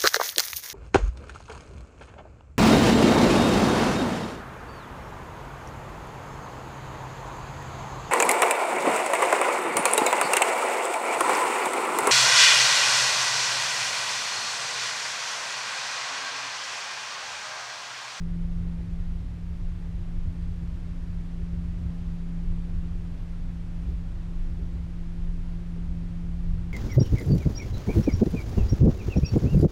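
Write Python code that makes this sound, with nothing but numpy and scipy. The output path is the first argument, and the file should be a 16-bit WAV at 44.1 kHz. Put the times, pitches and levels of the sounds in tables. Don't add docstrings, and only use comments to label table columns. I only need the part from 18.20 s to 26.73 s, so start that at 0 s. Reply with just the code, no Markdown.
import sys
import numpy as np
from scipy import signal
from scipy.fft import rfft, irfft, next_fast_len
from scipy.io import wavfile

SR = 44100
rng = np.random.default_rng(int(sys.argv[2]) if len(sys.argv) > 2 else 0)


def unload_audio(sound):
    columns = np.transpose(np.atleast_2d(sound))
    steps = np.round(np.clip(columns, -1, 1) * 32767)
    wavfile.write(sys.argv[1], SR, steps.astype(np.int16))


N = 376173

# frequency_hz, relative_db
PANEL_SPECTRUM = [(22, -26), (28, -6), (40, -1.5), (54, 0.5), (66, 1), (74, -3.5), (84, -1.9), (92, -7),
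                  (102, -4), (112, -12.5), (126, -12.5), (140, -17), (152, -16.5), (172, -22.5),
                  (195, -30.5), (300, -40), (600, -80.5)]


def undb(db):
    return 10 ** (np.asarray(db) / 20)


def curve(points):
    return np.interp(np.arange(N) / SR, *np.transpose(points))


def humps(middles_s, lengths_s, heights):
    away = (np.arange(N)[:, None] / SR - middles_s) / lengths_s
    return (heights * np.cos(np.pi * np.clip(away, -.5, .5)) ** 2).sum(axis=1)


def noise(gain_at):
    size = next_fast_len(N)
    hz = np.arange(1, size // 2 + 2) * SR / size
    x = irfft(rfft(rng.standard_normal(size)) * gain_at(hz), size)[:N]
    return x / x.std()


def coloured(points):
    hz, db = np.transpose(points)
    return noise(lambda f: undb(np.interp(np.log(f), np.log(hz), db)) * np.minimum(f / hz[0], 1) ** 2)


def resonance(hz, width_hz):
    return noise(lambda f: 1 / (1 + ((f / hz - hz / f) * hz / width_hz) ** 2))


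def walk(rate_hz):
    return noise(lambda f: 1 / (1 + (f / rate_hz) ** 2))


def tone(phase, flutter, rate_hz):
    wave = (1 + flutter * walk(rate_hz)) * np.sin(phase) + flutter * walk(rate_hz) * np.cos(phase)
    return wave / np.sqrt(1 / 2 + flutter ** 2)


def cable_swell(rise_s=1.43, hold_s=0.23, fall_s=0.66):
    # crest_s, rise_db
    swells = [(0.1, 6), (4.08, 4), (8.15, 4)]
    t = np.arange(N) / SR
    corners_s = [-rise_s, 0, hold_s, hold_s + fall_s]
    return sum(db * np.interp(t - crest_s, corners_s, [0, 1, 1, 0]) for crest_s, db in swells)


def cable_hum(pitch_hz=170.8, rest_db=-39.5, drift_hz=0.18, beat_hz=4.1, waver_s=0.36):
    # middle_s, change_db
    wavers = [(1.12, -3), (1.45, -2.2), (1.8, -0.5), (2.6, -2.5), (3.32, 2.5), (4.2, 0.5), (5.0, -3),
              (5.25, 0.5), (5.95, -3), (6.24, -3), (7.6, 1)]
    # time_s, level_db
    octave_levels = [(0.3, -64), (1.1, -74), (1.8, -60.5), (2.3, -68), (5.3, -66), (6.2, -63), (8.3, -61.5)]
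    middles_s, changes_db = np.transpose(wavers)
    level_db = rest_db + cable_swell() + humps(middles_s, waver_s, changes_db)
    phase = 2 * np.pi * np.cumsum(pitch_hz + drift_hz * walk(1.32)) / SR
    neighbour_phase = phase - 2 * np.pi * beat_hz * np.arange(N) / SR
    neighbour = undb(-17.5) * tone(neighbour_phase, flutter=0.66, rate_hz=1.5)
    fundamental = tone(phase, flutter=0.066, rate_hz=15.0)
    octave = undb(curve(octave_levels)) * tone(2 * phase, flutter=0.43, rate_hz=5.0)
    return undb(level_db) * (fundamental + neighbour) + octave


def running_gear():
    # pitch_hz, base_level_db, flutter_share
    gear_tones = [(261.7, -60, 0.37), (311, -71.5, 0.3)]
    # time_s, gain_db
    gear_gain = [(1.9, -0.5), (2.6, 5.5), (3.3, 2.5), (5.7, 4), (6.2, 2), (8.5, 4)]
    t = np.arange(N) / SR
    tones = 0
    for hz, db, flutter in gear_tones:
        phase = 2 * np.pi * hz * t + 0.68 * walk(1.1)
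        tones += undb(db) * tone(phase, flutter, rate_hz=8.2)
    return tones * undb(curve(gear_gain))


def cabin_shudder(pitch_hz=25.4, rest_db=-33.5, drift_hz=1.258):
    # middle_s, length_s, rise_db
    surges = [(0.25, 0.84, 3), (0.82, 0.34, 3), (1.467, 0.18, 7.5), (2.005, 0.22, 8), (4.26, 0.33, 10),
              (4.613, 0.78, 4), (5.39, 0.24, 8), (6.23, 0.28, 7), (7.043, 0.55, 7), (8.28, 0.29, 6.5)]
    level_db = rest_db + humps(*np.transpose(surges))
    phase = 2 * np.pi * np.cumsum(pitch_hz + drift_hz * walk(4.08)) / SR
    return undb(level_db) * tone(phase, flutter=0.26, rate_hz=6.2)


def panel_rumble(buffet_db=0.78):
    # time_s, base_level_db
    rumble_bed = [(0, -34), (2.1, -34), (3.1, -34), (4.4, -35), (5.2, -33.7), (6.4, -34), (7.3, -34),
                  (8.5, -33.5)]
    # middle_s, length_s, change_db
    gusts = [(0.423, 0.37, 1.5), (0.76, 0.16, -3.5), (1.0, 0.21, 4.5), (1.843, 0.33, 1), (2.07, 0.12, 3),
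             (2.46, 0.13, 2.5), (2.767, 0.22, -3.5), (3.1, 0.43, -1.5), (3.458, 0.69, 2.5),
             (3.825, 0.12, -2), (4.048, 0.23, -4.5), (4.295, 0.3, 5), (4.565, 0.18, 4.5),
             (5.49, 0.16, -2.5), (5.76, 0.3, 2.5), (6.218, 0.24, -3.5), (6.366, 0.18, 1.5),
             (6.765, 0.46, -4.5), (7.11, 0.22, -0.5), (7.447, 0.43, -2.5), (8.36, 0.36, 2)]
    level_db = curve(rumble_bed) + humps(*np.transpose(gusts)) + buffet_db * walk(3.3)
    return coloured(PANEL_SPECTRUM) * undb(level_db)


def air_modes(tilt_db_per_octave=0):
    # pitch_hz, width_hz, relative_db
    modes = [(243.2, 58, 0.5), (276, 39, -7), (335, 50, -4), (397.5, 41, -7), (494, 170, -11)]
    lowest_hz = modes[0][0]
    return sum(undb(db + tilt_db_per_octave * np.log2(hz / lowest_hz)) * resonance(hz, width_hz)
               for hz, width_hz, db in modes)


def cabin_boom(gain_db=-60.5, swell_share=0.6):
    return air_modes() * undb(gain_db + swell_share * cable_swell())


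def passing_air(level_db=-55.5):
    # frequency_hz, relative_db
    hiss_spectrum = [(100, 1), (300, 0), (470, -1), (650, -2.5), (900, -5), (1400, -7.5), (2100, -9.5),
                     (3000, -13), (5000, -18.5), (7000, -23), (10000, -29), (12600, -33), (13100, -41),
                     (15000, -42)]
    return coloured(hiss_spectrum) * undb(level_db + 0.22 * walk(1.6))


def hanger_jolts(attack_s=0.014, decay_s=0.036):
    # start_s, boom_gain_db, thud_level_db
    jolts = [(0.59, -55, -46), (1.0, -58, -42), (2.42, -55, -36), (3.18, -55, -52), (3.32, -52, -33),
             (3.64, -55, -46), (4.3, -61, -41), (4.62, -57, -41), (5.678, -55, -27), (6.38, -54, -34),
             (6.54, -55, -49), (7.0, -56.5, -44), (7.55, -53.5, -43), (8.03, -54.5, -41),
             (8.23, -53.5, -44)]
    starts_s, boom_db, thud_db = np.transpose(jolts)
    age_s = np.arange(N)[:, None] / SR - starts_s
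    envelopes = np.clip(age_s / attack_s, 0, 1) * np.exp(-np.maximum(age_s - attack_s, 0) / decay_s)
    booms = air_modes(tilt_db_per_octave=5) * (envelopes @ undb(boom_db))
    thuds = coloured(PANEL_SPECTRUM) * (envelopes @ undb(thud_db))
    return booms + thuds


def scene():
    machinery = cable_hum() + running_gear()
    cabin = cabin_shudder() + panel_rumble() + cabin_boom() + hanger_jolts()
    return (machinery + cabin + passing_air())[None]


def record(dry, top_hz=15150, fade_s=0.006):
    t = np.arange(N) / SR
    fade = np.minimum(np.minimum(t, t[::-1]) / fade_s, 1)
    lowpass = signal.ellip(10, .05, 60, top_hz, fs=SR, output="sos")
    return fade * signal.sosfiltfilt(lowpass, dry)


dry = scene()
out = record(dry)
unload_audio(out)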